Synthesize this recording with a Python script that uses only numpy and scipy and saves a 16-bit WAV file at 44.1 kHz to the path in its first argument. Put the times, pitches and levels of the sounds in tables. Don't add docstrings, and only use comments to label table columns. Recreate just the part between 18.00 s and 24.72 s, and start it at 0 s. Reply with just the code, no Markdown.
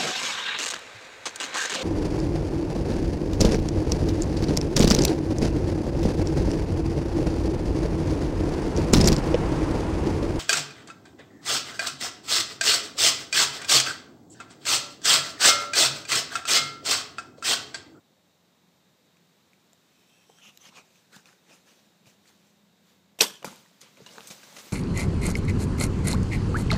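import sys
import numpy as np
from scipy import signal
from scipy.fft import rfft, irfft, next_fast_len
from scipy.io import wavfile
from scipy.ndimage import uniform_filter1d

SR = 44100
rng = np.random.default_rng(int(sys.argv[2]) if len(sys.argv) > 2 else 0)


def makeup_ratio(level_db):
    decades = np.asarray(level_db, float) / 20
    return 10 ** decades


def transcribe(signal):
    frames = np.atleast_2d(signal).T
    limited = np.clip(frames, -1, 1)
    pcm = np.round(limited * 32767).astype(np.int16)
    wavfile.write(sys.argv[1], SR, pcm)


N = 296425
T = np.arange(N) / SR
STOP_S = 5.2083

# hz, level_db (per Hz)
AIR = [(700, -1), (1500, -2.5), (3000, -4.5), (3800, -1), (5000, -7), (7500, -7.5), (9000, -15),
       (10500, -17.5), (12500, -14), (14500, -13), (15500, -10.5)]
# hz, level_db (per Hz)
LEAF_COLOUR = [(59, -50), (100, -5.5), (177, 1), (347, -8), (551, -2.5), (725, -8.5), (1580, -9.5),
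               (1790, -12.5), (1990, -8), (6490, -6.5), (15400, -25.5)]


def evened(x):
    return x / np.sqrt(np.mean(x ** 2) + 1e-20)


def add(mix, s, sound):
    part = mix[round(s * SR):][:len(sound)]
    part += sound[:len(part)]


def high_pass(x, hz):
    return signal.sosfilt(signal.butter(2, hz, "high", fs=SR, output="sos"), x)


def coloured(x, points, lo_hz=0, hi_hz=SR):
    size = next_fast_len(len(x))
    hz = np.fft.rfftfreq(size, 1 / SR) + 1
    f, db = np.transpose(points)
    edges = np.sqrt(1 / (1 + (lo_hz / hz) ** 8) / (1 + (hz / hi_hz) ** 8))
    gain = makeup_ratio(np.interp(np.log(hz), np.log(f), db)) * edges
    return evened(irfft(rfft(x, size) * gain, size)[:len(x)])


def resonate(x, hz, width):
    turn = np.exp(2j * np.pi * np.cumsum(hz * np.ones(len(x))) / SR)
    r = np.exp(-np.pi * width / SR)
    return 2 * (turn * signal.lfilter([1 - r], [1, -r], x / turn)).real


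def narrow(x, hz, width):
    peak = signal.iirpeak(hz, hz / width, fs=SR)
    return evened(signal.lfilter(*peak, signal.lfilter(*peak, x)))


def ring(db, hz, t60):
    t = np.arange(SR // 4) / SR
    return makeup_ratio(db - 60 * t / t60) * np.sin(2 * np.pi * hz * t)


def burst(colour, db, rise, t60, tilt_db=0, size=16384):
    noise, t = rng.standard_normal(size), np.arange(size) / SR
    tilted = [(f, level + tilt_db * np.log2(f / 4000)) for f, level in colour]
    return makeup_ratio(db - 60 * t / t60) * (1 - np.exp(-t / rise)) * coloured(noise, tilted)


def stroke(s, db, rise, fall, hold=0):
    away = np.maximum((s - hold - T) / rise, (T - s - hold) / fall)
    return makeup_ratio(db - 20 * np.clip(away, 0, 6))


def whistle():
    # start_s, length_s, from_hz, to_hz, peak_db
    flights = [
        (5.2055, .0031, 2400, 2850, -10),
        (5.2084, .0012, 3300, 4600, -3),
        (5.2088, .004, 5600, 6000, -5),
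        (5.2098, .0022, 4500, 4300, -9),
        (5.2123, .0023, 3900, 4500, -8),
    ]
    out = np.zeros(N)
    for s, length, from_hz, to_hz, db in flights:
        flying = s + length / 2 < STOP_S
        start_db, end_db = (db - 8.5, db) if flying else (db, db - 10)
        count = round(length * SR)
        turns = np.cumsum(np.linspace(from_hz, to_hz, count)) / SR
        shape = makeup_ratio(np.linspace(start_db, end_db, count)) * signal.windows.tukey(count, .3)
        add(out, s, shape * np.sin(2 * np.pi * turns))
    return out


def crack():
    # start_s, rms_db, rise_s, t60_s
    blows = [
        (5.188, -37, 0.0013, 0.13),
        (5.201, -31.5, 0.0021, 0.15),
        (5.2084, -17, 0.00039, 0.11),
        (5.2085, -24, 0.004, 0.21),
        (5.2182, -11, 0.00036, 0.0064),
        (5.2227, -10.5, 0.00018, 0.0024),
    ]
    # start_s, rms_db
    trunks = [(5.228, -19.5), (5.2393, -22.5), (5.249, -26.5), (5.266, -27), (5.281, -38), (5.298, -38),
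              (5.341, -45), (5.355, -55)]
    # start_s, rms_db, rise_s, t60_s
    late_hiss = (5.5, -37, 0.2, 0.26)
    # hz, level_db (per Hz)
    colour = [(35, -58.5), (60, -41), (130, -33.5), (327, -2), (452, 1.5), (584, -4.5), (1550, -6.5),
              (1700, -14.5), (3030, 0.5), (4200, -10), (4610, -5.5), (5810, -5.5), (8420, -5),
              (9910, -14.5), (13100, -10), (15400, -13.5)]
    out = np.zeros(N)
    echo_rise_s, echo_t60_s = 0.0013, 0.017
    for s, *blow in blows + [(*echo, echo_rise_s, echo_t60_s) for echo in trunks] + [late_hiss]:
        add(out, s, burst(colour, *blow))
    return out


def limbs_and_riser():
    # hz, peak_db, t60_s
    limbs = [(200, -34.5, 0.3), (275, -25, .08), (441, -24.5, 0.1), (600, -23, .05), (8350, -26, 0.046),
             (13140, -26, 0.02)]
    # hz, level_db, t60_s
    riser = [(1075, -1.5, .12), (2530, -3, .1), (3510, -8, .12), (4730, -2, .15), (5350, -13.5, .12),
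             (6880, -3, .07), (8200, -5, .16), (8457, -5.5, .1), (11100, -6, .05), (11720, -5.5, .05),
             (12900, -6, .04), (14650, -13.5, .05) ]
    riser_db = -31
    out = np.zeros(N)
    shake = rng.standard_normal(400) * np.exp(-np.arange(400) / 150)
    shake /= np.linalg.norm(shake)
    for hz, db, t60 in limbs + [(hz, db + riser_db, t60) for hz, db, t60 in riser]:
        add(out, STOP_S, signal.fftconvolve(ring(db, hz, t60), shake))
    return out


def rattle():
    # hz, width_hz, level_db, t60_s
    fittings = [(215, 85, -45, 0.59), (1080, 220, -37, 0.27), (2200, 810, -31, .15), (3500, 510, -27, .19),
                (4760, 600, -19, 0.13)]
    sag_per_s = 0.46
    t, out = np.arange(SR // 2) / SR, np.zeros(N)
    uneven = evened(uniform_filter1d(rng.standard_normal(len(t)), size=300))
    clumps = makeup_ratio(4.9 * uneven) * rng.standard_normal(len(t))
    for hz, width, db, t60 in fittings:
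        buzz = evened(resonate(clumps, hz * (1 - sag_per_s * t), width))
        add(out, STOP_S, makeup_ratio(db - 60 * t / t60) * buzz)
    return out


def blows():
    # start_s, peak_db, hz
    thuds = [(2.295, -48.5, 468), (2.491, -52, 196), (2.664, -49, 183), (2.691, -49.5, 210),
             (3.165, -40.5, 170), (3.49, -56, 368), (3.51, -54, 610), (4.069, -49, 196),
             (5.473, -30.5, 203), (5.499, -41, 197), (5.523, -42.5, 265), (6.004, -41, 441),
             (6.018, -39.5, 151), (6.178, -40.5, 441), (6.304, -39, 171), (6.558, -51, 560),
             (6.679, -50, 540)]
    # start_s, peak_db, hz
    slaps = [(5.2188, -4, 6000), (5.2221, -5, 6000), (6.1822, -30, 3000), (6.2069, -28, 4500),
             (6.5856, -31, 4500), (6.5655, -32, 3000), (3.257, -40, 3500), (5.4279, -37, 2500),
             (6.3035, -32, 5000), (6.3105, -31, 3500), (6.4318, -38, 2500), (5.4625, -36, 3000),
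             (5.4675, -37, 4000)]
    # start_s, peak_db, hz, t60_s
    struck_parts = [(5.423, -41, 602, 0.011), (5.43, -36.5, 593, 0.012), (5.438, -46, 700, 0.025),
                    (5.4452, -20, 820, 0.0053), (5.4472, -17.5, 770, 0.0051), (5.446, -35.5, 2370, 0.035),
                    (5.4508, -29, 497, 0.0066), (5.452, -32, 215, 0.04), (5.464, -38, 1430, 0.024),
                    (5.471, -37, 1310, 0.014), (5.479, -35, 1260, 0.021), (5.485, -36, 1330, .015),
                    (5.446, -40, 7340, 0.018), (5.518, -47, 500, 0.021), (5.529, -43, 900, 0.018),
                    (6.1822, -30.5, 1398, 0.0044), (6.184, -40, 900, 0.018), (6.2071, -29, 2620, 0.0019),
                    (6.207, -46, 800, 0.012), (6.432, -42, 1610, 0.015),
                    (5.191, -39, 13000, .015), (5.2084, -8.5, 3260, 0.0077), (5.4453, -40, 10800, .008),
             (5.4453, -39, 14500, .01), (4.065, -47.5, 112, 0.085), (5.2188, -13, 8200, .004),
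             (5.2188, -18, 11000, 0.0035), (5.2221, -14, 8300, 0.0022), (5.243, -31.5, 1150, 0.043),
             (5.266, -32, 3450, .04), (5.343, -49, 3100, .02), (5.4453, -29, 1660, 0.005),
             (5.355, -47, 3080, 0.03), (5.367, -47, 3050, .035), (6.065, -42, 2830, 0.044),
             (6.065, -46, 1000, 0.052), (6.1824, -38, 3100, 0.0037), (6.2068, -39, 4600, .003),
             (6.09, -40.5, 2920, .015), (1.7326, -54, 670, .015), (3.2, -66, 1600, 0.018),
             (6.1829, -26, 1600, 0.0023)]
    out = np.zeros(N)
    thud_t60_s, slap_t60_s = 0.043, .0012
    dull = [(*thud, thud_t60_s) for thud in thuds]
    bare = [(*slap, slap_t60_s) for slap in slaps]
    for s, *blow in dull + bare + struck_parts:
        add(out, s, -ring(*blow))
    return out


def short_bright_rings():
    # start_s, peak_db, hz
    glints = [(5.189, -37, 700), (5.189, -46, 2200), (5.19, -38, 3700), (5.2087, -18, 7240),
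              (5.2092, -24, 12300), (5.2183, -21, 13300), (5.2183, -30.5, 11200), (5.2176, -24, 1650),
              (5.2431, -26.5, 1135), (5.2476, -42, 11000), (5.279, -42, 343), (5.2805, -36, 7650),
              (5.2815, -36, 5430), (5.2985, -42, 1550), (5.3199, -46, 4570), (5.3369, -49, 7240),
              (5.3389, -56, 9390), (5.3394, -44, 3240), (5.3414, -56, 1550), (5.3538, -49, 7670),
              (5.3548, -46, 5050), (5.3583, -52, 6460), (5.3962, -62, 6200)]
    # start_s, peak_db, hz
    clatter = [(5.4451, -40, 10420), (5.4461, -42, 12750), (5.4471, -43, 6100), (5.4511, -45, 4850),
               (5.4541, -50, 11800), (5.482, -51, 12230), (5.496, -56, 10250), (5.5005, -49, 5590),
               (5.5145, -60, 12230), (5.5589, -50, 4910), (5.5589, -55, 11800), (5.5594, -53, 7600),
               (5.5594, -57, 12750), (5.5594, -57, 9000), (5.5644, -63, 9900), (5.5668, -51, 4130),
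               (5.5868, -66, 13610), (5.6606, -53, 1890), (5.6846, -72.5, 8960), (5.7444, -62, 3270)]
    # start_s, peak_db, hz
    clicks = [(2.574, -49, 2850), (3.257, -50, 3500), (5.4279, -39, 2870), (5.466, -44, 2390),
              (5.486, -52, 3000), (2.3861, -51, 3190), (2.4599, -43, 2770), (2.6799, -56, 2760),
              (2.7807, -51, 6460), (3.1638, -50, 7860), (3.1643, -45.5, 3700), (3.2736, -50, 4130),
              (3.289, -52, 2570), (5.8148, -44, 4220), (5.8143, -53, 11280), (5.8447, -55, 7840),
              (6.0627, -42.5, 1670), (6.0632, -43.5, 6000), (6.0632, -38.5, 3970), (6.1226, -52, 4580),
              (6.1231, -45, 430), (6.1361, -50, 7490), (6.158, -51, 8350), (6.1819, -51, 4100),
              (6.2717, -47, 9730), (6.2722, -39, 6460), (6.3097, -39, 7410), (6.3097, -38.5, 2460),
              (6.3097, -39, 3800), (6.3391, -47, 430), (6.4315, -48, 2500), (6.5262, -48, 5940),
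              (6.5267, -44, 860), (6.5651, -49, 1300), (6.5661, -42, 2780), (6.5661, -42, 6500),
              (6.5676, -40, 2070), (6.582, -43.5, 600), (6.586, -43, 1640), (6.586, -44, 6290),
              (6.613, -49, 780), (6.6564, -45, 4580), (6.6688, -39.5, 345), (6.6838, -47, 6290)]
    out = np.zeros(N)
    for rows, t60_s in (glints, 0.018), (clatter, 0.019), (clicks, 0.016):
        for s, db, hz in rows:
            add(out, s, ring(db, hz, t60_s))
    return out


def hooves():
    # start_s, peak_db, t60_s, treble_tilt_db (per octave)
    steps = [(5.4437, -27.5, 0.24, 3), (5.812, -34.5, 0.19, -1), (5.97, -37.5, 0.14, -3.5),
             (6.0616, -37.5, 0.2, -0.5), (6.267, -37, .05, 3), (6.2726, -30.5, 0.11, 7),
             (6.303, -27, 0.15, 0), (6.4315, -35, 0.14, -0.5), (6.556, -33, 0.11, 1),
             (6.565, -29, 0.097, -1), (6.5852, -29.5, 0.14, 0.5)]
    crunch = np.zeros(N)
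    for s, db, t60, tilt_db in steps:
        add(crunch, s, burst(LEAF_COLOUR, db + 12.0, .0028, t60, tilt_db))
    uneven = evened(uniform_filter1d(rng.standard_normal(N), size=130))
    return makeup_ratio(-24.0) * crunch * makeup_ratio(1.1 * uneven)


def gear_and_twigs():
    # start_s, peak_db, hz
    dull = [(2.299, -43, 791), (2.778, -42, 1040), (3.133, -47, 1340), (3.166, -42.5, 900),
            (5.427, -39, 1190), (5.455, -36, 860), (5.653, -50.5, 996), (5.713, -51, 633),
            (6.089, -53, 1260), (6.639, -49, 638)]
    # start_s, peak_db, hz
    ticks = [(1.1694, -50, 2500), (1.533, -44.5, 2330), (2.386, -47, 1560), (2.574, -38, 3920),
             (2.6623, -44, 2790), (2.772, -37, 2420), (2.957, -47, 2480), (3.1637, -43, 1600),
             (3.257, -40, 2500), (3.329, -45, 1560), (4.0577, -47, 2420), (4.2568, -47.5, 1990),
             (4.2774, -47, 4200), (5.4279, -37, 2350), (5.91, -51, 2370), (5.9715, -40.5, 2350),
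             (6.0625, -46, 2803), (6.158, -39, 1560), (6.3042, -35, 3750), (6.565, -38, 2030),
             (6.5854, -45, 3000)]
    # start_s, peak_db, hz
    bright = [(0.8619, -65, 4640), (1.732, -43, 7300), (2.5742, -37, 6900), (2.5742, -37, 12500),
              (2.672, -45, 6500), (3.164, -41, 4740), (3.2575, -56, 4570), (5.8148, -35, 6080),
              (6.137, -44, 6200), (6.157, -55, 8500), (6.2414, -41, 6200), (6.273, -28.5, 8040),
              (6.302, -37, 7280)]
    # hz, level_db (per Hz)
    twig = [(300, -20), (1500, -8), (3500, -6), (7000, 2.5), (10000, -12), (13000, -9), (15500, -11)]
    out = np.zeros(N)
    for rows, t60_s, bare in (dull, 0.017, 0.19), (ticks, 0.009, 0.28), (bright, 0.0074, .42):
        for s, db, hz in rows:
            click = burst(twig, db, 1e-4, 0.97 * t60_s, size=2048)
            add(out, s, (1 - bare) * ring(db, hz, t60_s)[:2048] + bare * click)
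    return out


def trees(x):
    t = np.arange(SR // 2) / SR
    tail = rng.standard_normal(len(t)) * makeup_ratio(-60 * t / .5) * (1 - np.exp(-t / 0.0053))
    tail = signal.lfilter([1], [1, -.6], tail)
    return signal.fftconvolve(x, tail / np.linalg.norm(tail))[:N]


def grains(per_s, spread_db):
    size = makeup_ratio(spread_db * np.minimum(rng.exponential(1, N), 3)) * (rng.random(N) < per_s / SR)
    return evened(size * rng.standard_normal(N)) + 1.45 * rng.standard_normal(N)


def crackle(count=10):
    size = makeup_ratio(3.0 * np.minimum(rng.exponential(1, N), 2)) * (rng.random(N) < 500 / SR)
    kind, t = rng.integers(0, count, N), np.arange(600) / SR
    out = np.zeros(N)
    for k, hz in enumerate(np.geomspace(750, 9000, count)):
        snap = np.sqrt(hz) * np.exp(-t * hz / 6) * np.sin(2 * np.pi * hz * t)
        out += signal.oaconvolve(size * (kind == k), snap)[:N]
    return evened(out)


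def patchy(x):
    z = signal.stft(x, nperseg=256)[2]
    patches = uniform_filter1d(rng.standard_normal(z.shape), size=4, axis=0)
    patches = evened(uniform_filter1d(patches, size=9, axis=1))
    return evened(signal.istft(z * makeup_ratio(2.5 * patches), nperseg=256)[1][:N])


def rustle(strokes, law, colour, crumple):
    hold, body_db, fizz_db, body_slope_db, fizz_slope_db = law
    power = np.array([stroke(*row[:4], hold) ** 2 for row in strokes])
    crisp = np.array(strokes)[:, 4] @ power / power.sum(axis=0)
    body = makeup_ratio(body_db + body_slope_db * crisp) * coloured(crumple, colour, hi_hz=1650)
    middle = coloured(crumple, colour, lo_hz=1880, hi_hz=8600)
    fizz = makeup_ratio(fizz_db + fizz_slope_db * crisp) * coloured(crumple, AIR, lo_hz=8500)
    return np.sqrt(power.sum(axis=0)) * (body + middle + fizz)


def leaping_leaves(snaps):
    # peak_s, level_db, rise_s, fall_s, crispness
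    strokes = [(5.432, -50.5, 0.017, 0.049, -0.32), (5.47, -52.5, .004, 0.285, 0),
               (5.46, -63, .01, .2, 1.2), (5.565, -56, .015, 0.1, 1), (5.84, -57.5, 0.033, 0.18, -1.4),
               (6.0, -56.5, 0.091, 0.22, -1.1), (6.078, -53.5, 0.034, 0.82, -0.45),
               (6.16, -58.5, 0.18, 0.53, 0.6), (6.31, -53, 0.19, .22, 1.1), (6.46, -57, .08, 0.47, -0.15),
               (6.54, -55.5, 0.15, 0.24, 0.34), (6.66, -54, 0.26, 0.35, 0.72)]
    # half_hold_s, body_db, fizz_db, then body_db and fizz_db per unit of crispness
    law = (-0.0358, -1, -6, -2.5, 9.5)
    crumple = patchy(grains(2500, 1.9) + makeup_ratio(-15.0) * snaps)
    return rustle(strokes, law, LEAF_COLOUR, crumple)


def clothing(fabric):
    # peak_s, level_db, rise_s, fall_s, crispness
    rubs = [(2.4, -70, .05, .2, -0.89), (2.475, -54, .09, .03, -0.24), (2.55, -70, .05, .04, 1),
            (2.63, -64, .02, .04, .9), (2.672, -55.5, .06, .015, -0.1)]
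    tugs = [(2.778, -55.5, .07, .045, 0)]
    settling = [(2.97, -67, 0.37, 0.19, 0.25), (3.13, -57, 0.015, 0.12, -0.38),
                (3.16, -54, 0.053, 0.065, 0.033), (3.265, -60.5, 0.022, 0.17, -0.21),
                (3.5, -61.5, 0.059, 0.13, -2.1), (3.54, -59.5, .1, 0.12, 0.57),
                (3.68, -60.5, 0.051, 0.32, -0.28), (4.068, -58, 0.015, 0.11, 0.42),
                (4.286, -62, 0.076, 0.12, 0.49), (4.47, -69.5, 0.36, 0.16, 0.53)]
    # half_hold_s, body_db, fizz_db, then body_db and fizz_db per unit of crispness
    rub_law = (.02, -7.5, -17, -1, 17)
    tug_law = (.012, 0, -17, 0, 0)
    settling_law = (0, -4, -7.5, -3.5, 4)
    # hz, level_db (per Hz)
    rub_colour = [(88, -31), (150, -4), (201, 3.5), (274, -26), (489, -4), (654, -8.5), (1310, -8.5),
                  (1660, -15.5), (2740, -4.5), (4630, -13.5), (6190, -7), (8610, -20), (15400, -11)]
    tug_colour = [(59, -42), (100, -7), (797, -3), (1020, -3), (2130, -11), (2420, -6), (3180, -11),
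                  (6620, -10), (15000, -37)]
    settling_colour = [(88, -27), (150, -3.5), (518, -3), (1130, -9), (1600, -9), (2220, -13.5),
                       (2400, -8.5), (3460, -12.5), (6320, -11.5), (15400, -31.5)]
    out = rustle(rubs, rub_law, rub_colour, fabric)
    out += rustle(tugs, tug_law, tug_colour, fabric)
    return out + rustle(settling, settling_law, settling_colour, fabric)


def folds(crumple):
    # peak_s, level_db, fade_s, hz, width_hz
    creases = [(2.392, -65, .015, 1450, 700), (2.435, -61, .03, 2850, 1000), (2.475, -60, .04, 2900, 1200),
               (2.62, -62, .012, 6150, 900), (2.65, -63, .04, 2950, 1300), (2.69, -60, .012, 2700, 1600),
               (2.775, -62, .035, 1050, 600), (2.775, -63, .035, 2500, 800), (3.145, -61, .04, 1550, 900),
               (3.185, -64, .04, 1600, 1100), (3.285, -68, .05, 1400, 1000), (5.845, -61, .06, 2450, 1300),
               (5.49, -55, .05, 3000, 2500), (6.19, -55, .015, 800, 800), (5.817, -52, .008, 5500, 5000)]
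    hold_s = .006
    out = np.zeros(N)
    for s, db, fade, hz, width in creases:
        span = slice(round((s - .25) * SR), round((s + .25) * SR))
        out[span] += narrow(crumple[span], hz, width) * stroke(s, db, fade, fade, hold_s)[span]
    return out


def slide():
    # time_s, level_db, shaft_resonance_hz
    path = [(1.8, -85, 2540), (2.0, -68.5, 2560), (2.06, -71, 2560), (2.1, -66, 2610), (2.17, -65.5, 2660),
            (2.22, -65, 2600), (2.26, -69, 2600), (2.33, -65.5, 2610), (2.41, -67, 2700)]
    shaft = [(1, 110, 5.5, -18), (1.2, 110, 1.5, 3), (1.29, 90, -15, 4), (2.13, 250, 1, 3.5),
             (2.32, 200, -10, 9), (2.95, 160, -3, 4)]
    slip_s, slip_length_s = 2.25, 0.027
    s, db, hz = np.transpose(path)
    inside = uniform_filter1d(((T > s[0]) & (T < s[-1])) * 1., size=200)
    gain = makeup_ratio(np.interp(T, s, db)) * np.clip(inside, 0, 1).round(6)
    moving = gain > 0
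    rub, pitch = grains(3000, 3.8)[moving], np.interp(T, s, hz)[moving]
    slipped = np.clip((T[moving] - slip_s) / slip_length_s, 0, 1)
    tube = sum(makeup_ratio(level_db + change_db * slipped) * evened(resonate(rub, multiple * pitch, width))
               for multiple, width, level_db, change_db in shaft)
    out = np.zeros(N)
    out[moving] = evened(tube)
    return gain * out


def breeze():
    # time_s, level_db
    swells = [
        (0.0, -66.5),
        (1.91, -63.5),
        (3.72, -64.5),
        (3.9, -64.5),
        (5.3, -66.5),
        (5.88, -60),
        (6.72, -51),
    ]
    s, db = np.transpose(swells)
    gust = stroke(4.9, -60.5, .15, 0.18)
    stir = np.hypot(makeup_ratio(np.interp(T, s, db)), gust)
    return makeup_ratio(-3.0) * stir * coloured(rng.standard_normal(N), AIR, lo_hz=900)


def rumble():
    # hz, level_db (per Hz)
    spectrum = [(15, -80.5), (25, -41.5), (54, -42), (75, -22.5), (107, -14), (186, -4), (270, -10.5),
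                (433, -13.5), (517, -12.5), (681, -16), (1200, -15.5), (1560, -46.5), (2640, -120)]
    return makeup_ratio(-63.5 - 4.0) * coloured(rng.standard_normal(N), spectrum, hi_hz=900)


def drones():
    # hz, width_hz, level_db, start_s
    bands = [(176, 45, -79.5, 0.59), (3750, 160, -80.5, -0.5)]
    out = np.zeros(N)
    for hz, width, db, start in bands:
        fade_in = np.clip((T - start) / 0.17 + .5, 0, 1)
        out += makeup_ratio(db) * fade_in * narrow(rng.standard_normal(N), hz, width)
    return out


def motors():
    # hz, level_db, start_s, share_of_load
    engines = [(89.5, -88, -1.5, 0.94), (176, -77.5, 0, 1), (205, -71, 3.5, 0.014)]
    # time_s, load_db
    load = [
        (0, 2),
        (2.1, -2),
        (2.45, -8),
        (3.8, -4),
        (4.3, 2.5),
        (5.2, 4.5),
        (5.6, -5.5),
    ]
    sag_per_s, beat_db, beat_hz = 0.0019, 0, 0.38
    load_db = np.interp(T, *np.transpose(load))
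    waver = 0.00055 * np.sin(2 * np.pi * 1.1 * T) - sag_per_s * T ** 2 / 2
    out = np.zeros(N)
    for hz, db, start, share in engines:
        beat = beat_db * np.sin(2 * np.pi * beat_hz * T + hz)
        gain = makeup_ratio(db + share * load_db + 3.0 + beat) * np.clip((T - start) / .5, 0, 1)
        out += gain * np.sin(2 * np.pi * hz * (T + waver))
    return out


def scene():
    bow = high_pass(whistle() + crack() + limbs_and_riser() + rattle(), 140)
    impacts = blows() + short_bright_rings() + hooves() + gear_and_twigs()
    echoes = makeup_ratio(-27.0) * trees(bow) + makeup_ratio(-16) * trees(impacts)
    snaps = crackle()
    fabric = patchy(grains(4000, 1.6) + makeup_ratio(-14.5) * snaps)
    handling = clothing(fabric) + folds(fabric) + slide()
    close = bow + impacts + echoes + leaping_leaves(snaps) + handling
    background = breeze() + rumble() + drones() + motors()
    return (high_pass(close, 150) + background)[None]


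def low_pass(x):
    return signal.sosfilt(signal.butter(12, 15570, fs=SR, output="sos"), x)


def record(dry):
    edge = signal.firwin(151, 15400, window=("kaiser", 5), fs=SR)
    mix = signal.oaconvolve(dry, edge[None], "same")
    return low_pass(mix)


dry = scene()
out = record(dry)
transcribe(out)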